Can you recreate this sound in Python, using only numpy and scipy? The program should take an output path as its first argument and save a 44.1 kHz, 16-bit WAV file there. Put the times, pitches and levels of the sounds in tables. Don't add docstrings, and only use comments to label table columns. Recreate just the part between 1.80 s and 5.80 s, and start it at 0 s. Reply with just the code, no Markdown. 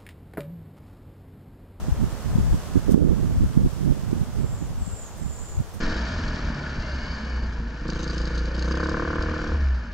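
import sys
import numpy as np
from scipy import signal
from scipy.fft import rfft, irfft, next_fast_len
from scipy.io import wavfile
from scipy.ndimage import uniform_filter1d, minimum_filter1d, map_coordinates

SR = 44100
rng = np.random.default_rng(int(sys.argv[2]) if len(sys.argv) > 2 else 0)


def digitize_waveform(pressure):
    field = np.atleast_2d(pressure).T
    bounded = np.clip(field, -1, 1)
    quanta = np.round(bounded * 32767).astype(np.int16)
    wavfile.write(sys.argv[1], SR, quanta)


N = 176400
T = np.arange(N) / SR

# (t/s, level/dB)
LEFT_WIND = [(0.0, -29.5), (0.03, -31.5), (0.1, -35), (0.13, -17), (0.16, -42), (0.18, -21), (0.21, -37),
             (0.29, -29), (0.32, -44), (0.43, -43), (0.52, -25.5), (0.56, -20.5), (0.58, -19.5),
             (0.74, -22.5), (0.83, -39.5), (0.93, -39), (0.96, -32), (1.04, -41), (1.15, -32), (1.2, -46),
             (1.25, -33), (1.35, -43), (1.53, -25), (1.58, -17.5), (1.61, -27.5), (1.64, -14), (1.71, -39),
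             (1.83, -27), (1.85, -10), (1.91, -44), (2.29, -41), (2.32, -32), (2.51, -40), (2.75, -33),
             (2.77, -39), (3.0, -33.5), (3.02, -22), (3.05, -40), (3.07, -27), (3.1, -37), (3.14, -30),
             (3.17, -41.5), (3.66, -46.5), (3.71, -32), (3.75, -38), (3.78, -29), (3.8, -30.5), (3.99, -55)]
RIGHT_WIND = [(0.0, -29), (0.05, -31.5), (0.09, -18.5), (0.12, -30.5), (0.24, -16.5), (0.31, -32),
              (0.33, -22.5), (0.35, -28.5), (0.44, -35.5), (0.46, -19.5), (0.53, -25), (0.59, -20),
              (0.7, -30.5), (0.73, -17), (0.78, -26.5), (0.81, -35.5), (0.89, -25.5), (0.93, -25.5),
              (0.96, -17), (0.98, -13.5), (1.01, -30), (1.05, -27.5), (1.09, -14), (1.14, -14), (1.2, -13),
              (1.32, -13), (1.35, -18.5), (1.51, -18), (1.59, -25), (1.61, -15.5), (1.73, -27.5),
              (1.78, -15), (1.87, -18), (1.9, -29), (2.12, -13), (2.15, -26), (2.18, -17), (2.21, -33.5),
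              (2.25, -22), (2.29, -22), (2.32, -21.5), (2.39, -22), (2.42, -15.5), (2.46, -36.5),
              (2.49, -24), (2.52, -36), (2.56, -21.5), (2.65, -18.5), (2.68, -27.5), (2.72, -24.5),
              (2.8, -31), (2.82, -18.5), (2.88, -33), (2.91, -24), (2.94, -34), (3.01, -28), (3.06, -45),
              (3.14, -30.5), (3.17, -46), (3.36, -36), (3.46, -23), (3.57, -37), (3.63, -29), (3.68, -43),
              (3.75, -33), (3.81, -21.5), (3.84, -43), (3.89, -46), (3.97, -25.5), (3.99, -35)]
# (f/Hz, relative level/dB)
LARGE_EDDIES = [(5, -50), (15, -6), (27, -8), (55, 0), (100, -5), (160, -17.5), (260, -45), (600, -58),
                (2000, -120)]
MIDDLE_EDDIES = [(8, -52), (30, 1.5), (90, -2), (150, -1), (240, -7), (350, -22), (550, -45), (1200, -80),
                 (3000, -120)]
SMALL_EDDIES = [(10, -50), (60, 15), (180, -7.5), (290, 3.5), (420, -3.5), (600, -15), (900, -28.5),
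                (1600, -40), (5000, -85)]
# (t/s, pulse level/dB, centre f/Hz, port: 0 left, 1 right)
THUMPS = [(0.085, -11, 187, 1), (0.127, -7, 59, 0), (0.558, -4.5, 129, 0), (0.586, -6, 164, 1),
          (0.745, -7, 152, 1), (0.958, -3, 205, 1), (0.969, -6, 236, 1), (1.084, -9, 330, 1),
          (1.094, -4.5, 282, 1), (1.146, 4.5, 199, 1), (1.159, -4.5, 240, 1), (1.179, 0, 264, 1),
          (1.223, -5, 318, 1), (1.251, -1, 182, 1), (1.31, -8, 278, 1), (1.583, -8.5, 65, 0),
          (1.776, 1, 165, 1), (1.851, -9.5, 99, 0), (1.863, -7, 222, 1), (2.104, -7.5, 151, 1),
          (2.331, -5.5, 217, 1), (2.416, -8.5, 117, 1), (2.606, -17, 247, 1), (2.825, -15, 179, 1),
          (3.078, -17.5, 150, 0), (3.464, -15, 136, 1), (3.781, -12, 64, 0), (3.804, -9.5, 107, 1)]
# (start t/s, duration/s, f/Hz, level/dB, sag/Hz, final fall/Hz)
BIRD_CALLS = [(2.585, .28, 7360, -54, 30, 813), (2.972, .325, 7380, -48.5, -3.5, 870),
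              (3.37, 0.41, 7300, -49.5, 181, 541)]
# (start t/s, time until decay/s, level/dB, left minus right/dB)
RUSTLES = [(1.103, .018, -43.5, 2.5), (3.36, .026, -53, .5), (3.932, .014, -47.5, 2)]
# (f/Hz, relative level/dB)
RUSTLE_SPECTRUM = [(1000, -17), (3500, -6), (6500, 5), (7500, -6.5), (8600, 8.5), (10300, -5), (12400, 2),
                   (15000, -4), (17000, -30)]
LEAF_SPECTRUM = [(400, 6), (1200, 5.5), (2200, -2), (3000, -0.5), (4000, -2), (5200, 0), (6800, -0.5),
                 (8600, -3), (10300, -8), (12500, -7), (15500, -14)]
FAR_SPECTRUM = [(30, -3), (120, 2.5), (280, 1), (520, 2), (750, -1), (1300, -5), (1800, -10.5),
                (2400, -17.5), (3500, -19), (6000, -57), (12000, -62)]
# (f/Hz, left minus right/dB)
LEAF_BALANCE = [(1000, -0.5), (3000, -4), (6000, 0), (8500, 2), (14000, 1.5)]
# (t/s, level/dB)
LEAF_LEVEL = [(0, -47), (.35, -46), (.7, -44), (1.05, -45.5), (1.5, -47.5), (2, -46.5), (2.4, -47.5),
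              (2.8, -49.5), (3.3, -50), (4, -49.5)]
FAR_LEVEL = [(0, -43), (.8, -41.5), (1.5, -44), (2.3, -45.5), (3.2, -46), (4, -47.5)]

MODERATE_WIND_DB, FLUTTER_DB, FLUTTER_PER_S = -20.5, 2.27, 64
WIDENING = 0.28
CALL_ATTACK_S, CALL_RELEASE_S = 0.15, 0.076
ONSET_HZ, BEND_S, SAG_AT_S, FALL_S = 432, .05, 0.21, .13
RASP_HZ, RASP_PER_S, RASP_DB = 186, 750, 2.5
UPPER_RATIO, UPPER_DB = 1.105, -8.5
ECHO_T60_S, ECHO_DB = 0.56, 1
RUSTLE_ATTACK_S, RUSTLE_DECAY_S, GRAIN_DB, GRAIN_PER_S = .012, .013, 2.2, 700
CEILING, HOLD_S, RECOVER_DB_PER_S, BAND_LIMIT_HZ = .98, .06, 24, 15800


def buffeting():
    wind_db = np.array([curve(LEFT_WIND), curve(RIGHT_WIND)])
    large = eddies(LARGE_EDDIES, wind_db, offset_db=-2.5, growth=np.array([[.9], [.75]]))
    middle = eddies(MIDDLE_EDDIES, wind_db, offset_db=-2.5, growth=1.2)
    small = eddies(SMALL_EDDIES, wind_db, offset_db=-12.5, growth=2.22)
    ports = large * amp([[3.5], [-2.5]]) + middle * amp([[-2], [.5]]) + small * amp([[-6], [0]])
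    for at, db, hz, port in THUMPS:
        u = (np.pi * hz * (T - at)) ** 2
        pulse = amp(db) * (1 - 2 * u) * np.exp(-u)
        ports[port] = ports[port] * (1 - np.exp(-u / 4)) + pulse
    return ports - WIDENING * ports[::-1]


def eddies(spectrum, wind_db, offset_db, growth):
    swirl = noise(spectrum)
    power = uniform_filter1d(uniform_filter1d(swirl ** 2, size=1300), size=900)
    steady = swirl / np.sqrt(np.abs(power) + 1e-6)
    level_db = MODERATE_WIND_DB + offset_db + growth * (wind_db - MODERATE_WIND_DB)
    return steady * amp(level_db + FLUTTER_DB * wobble(FLUTTER_PER_S) - 0.5)


def bird():
    song = np.zeros(N)
    for start, length, hz, db, sag_hz, fall_hz in BIRD_CALLS:
        t = np.clip(T - start, 0, length)
        onset = ONSET_HZ * np.exp(-(t / BEND_S) ** 2)
        sag = sag_hz * np.exp(-((t - SAG_AT_S) / BEND_S) ** 2)
        fall = fall_hz * np.clip(1 - (length - t) / FALL_S, 0, 1) ** 1.4
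        pitch = hz + onset - sag - fall
        swell = np.sqrt(np.clip(t / CALL_ATTACK_S, 0, 1) * np.clip((length - t) / CALL_RELEASE_S, 0, 1))
        voices = voice(pitch) + amp(UPPER_DB) * voice(pitch * UPPER_RATIO)
        song += amp(db) * swell * unit(voices * amp(RASP_DB * wobble(220)))
    direct = filtered(song, lambda hz: np.exp(1j * np.pi * hz * 2.8e-5 * np.array([[1], [-1]])))
    return direct * amp([[-1.2], [1.2]]) + amp(ECHO_DB) * canopy(song)


def voice(hz):
    return np.sin(2 * np.pi * np.cumsum(hz + RASP_HZ * wobble(RASP_PER_S)) / SR)


def canopy(x):
    tail = rng.standard_normal((2, SR)) * amp(-60 * T[:SR] / ECHO_T60_S)
    return signal.fftconvolve(x[None], tail / np.linalg.norm(tail[0]), axes=1)[:, :N]


def rustles():
    out = np.zeros((2, N))
    for start, length, db, pan_db in RUSTLES:
        attack = np.clip((T - start) / RUSTLE_ATTACK_S, 0, 1)
        decay = np.exp(-np.maximum(T - start - length, 0) / RUSTLE_DECAY_S)
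        scrape = unit(noise(RUSTLE_SPECTRUM) * amp(GRAIN_DB * wobble(GRAIN_PER_S)))
        out += attack * decay * scrape * amp(db) * pan(pan_db)
    return out


def trees():
    hiss = filtered(noise(LEAF_SPECTRUM), lambda hz: pan(along(LEAF_BALANCE, hz)))
    near_db = curve(LEAF_LEVEL) + 0.46 * wobble(14) + 0.83 * np.array([wobble(250), wobble(250)])
    far = noise(FAR_SPECTRUM, channels=1) * amp(curve(FAR_LEVEL) + 0.39 * wobble(8))
    return hiss * amp(near_db) + far


def amp(db):
    return 10 ** (np.asarray(db) / 20)


def pan(db):
    return amp(db * np.array([[.5], [-.5]]))


def unit(x):
    return x / np.sqrt(np.mean(x ** 2) + 1e-20)


def along(points, hz):
    f, values = np.transpose(points)
    return np.interp(np.log(hz + 1), np.log(f + 1), values)


def curve(rows):
    return np.interp(T, *np.transpose(rows))


def wobble(rate):
    return map_coordinates(rng.standard_normal(N // 8), [T * rate], mode="wrap")


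def filtered(x, response):
    size = next_fast_len(N + SR // 2)
    return irfft(rfft(x, size) * response(np.fft.rfftfreq(size, 1 / SR)), size)[..., :N]


def noise(spectrum, channels=2):
    return unit(filtered(rng.standard_normal((channels, N)), lambda hz: amp(along(spectrum, hz))))


def scene():
    return buffeting() + trees() + bird() + rustles()


def record(dry):
    over_db = 20 * np.log10(np.maximum(np.abs(dry).max(axis=0) / CEILING, 1))
    recovery_db = RECOVER_DB_PER_S * T
    duck_db = np.maximum.accumulate(over_db + recovery_db) - recovery_db
    hold = 2 * int(HOLD_S * SR / 2) + 1
    gain = minimum_filter1d(amp(-duck_db), size=hold, origin=hold // 2)
    return filtered(dry * uniform_filter1d(gain, size=24), lambda hz: hz < BAND_LIMIT_HZ)


dry = scene()
out = record(dry)
digitize_waveform(out)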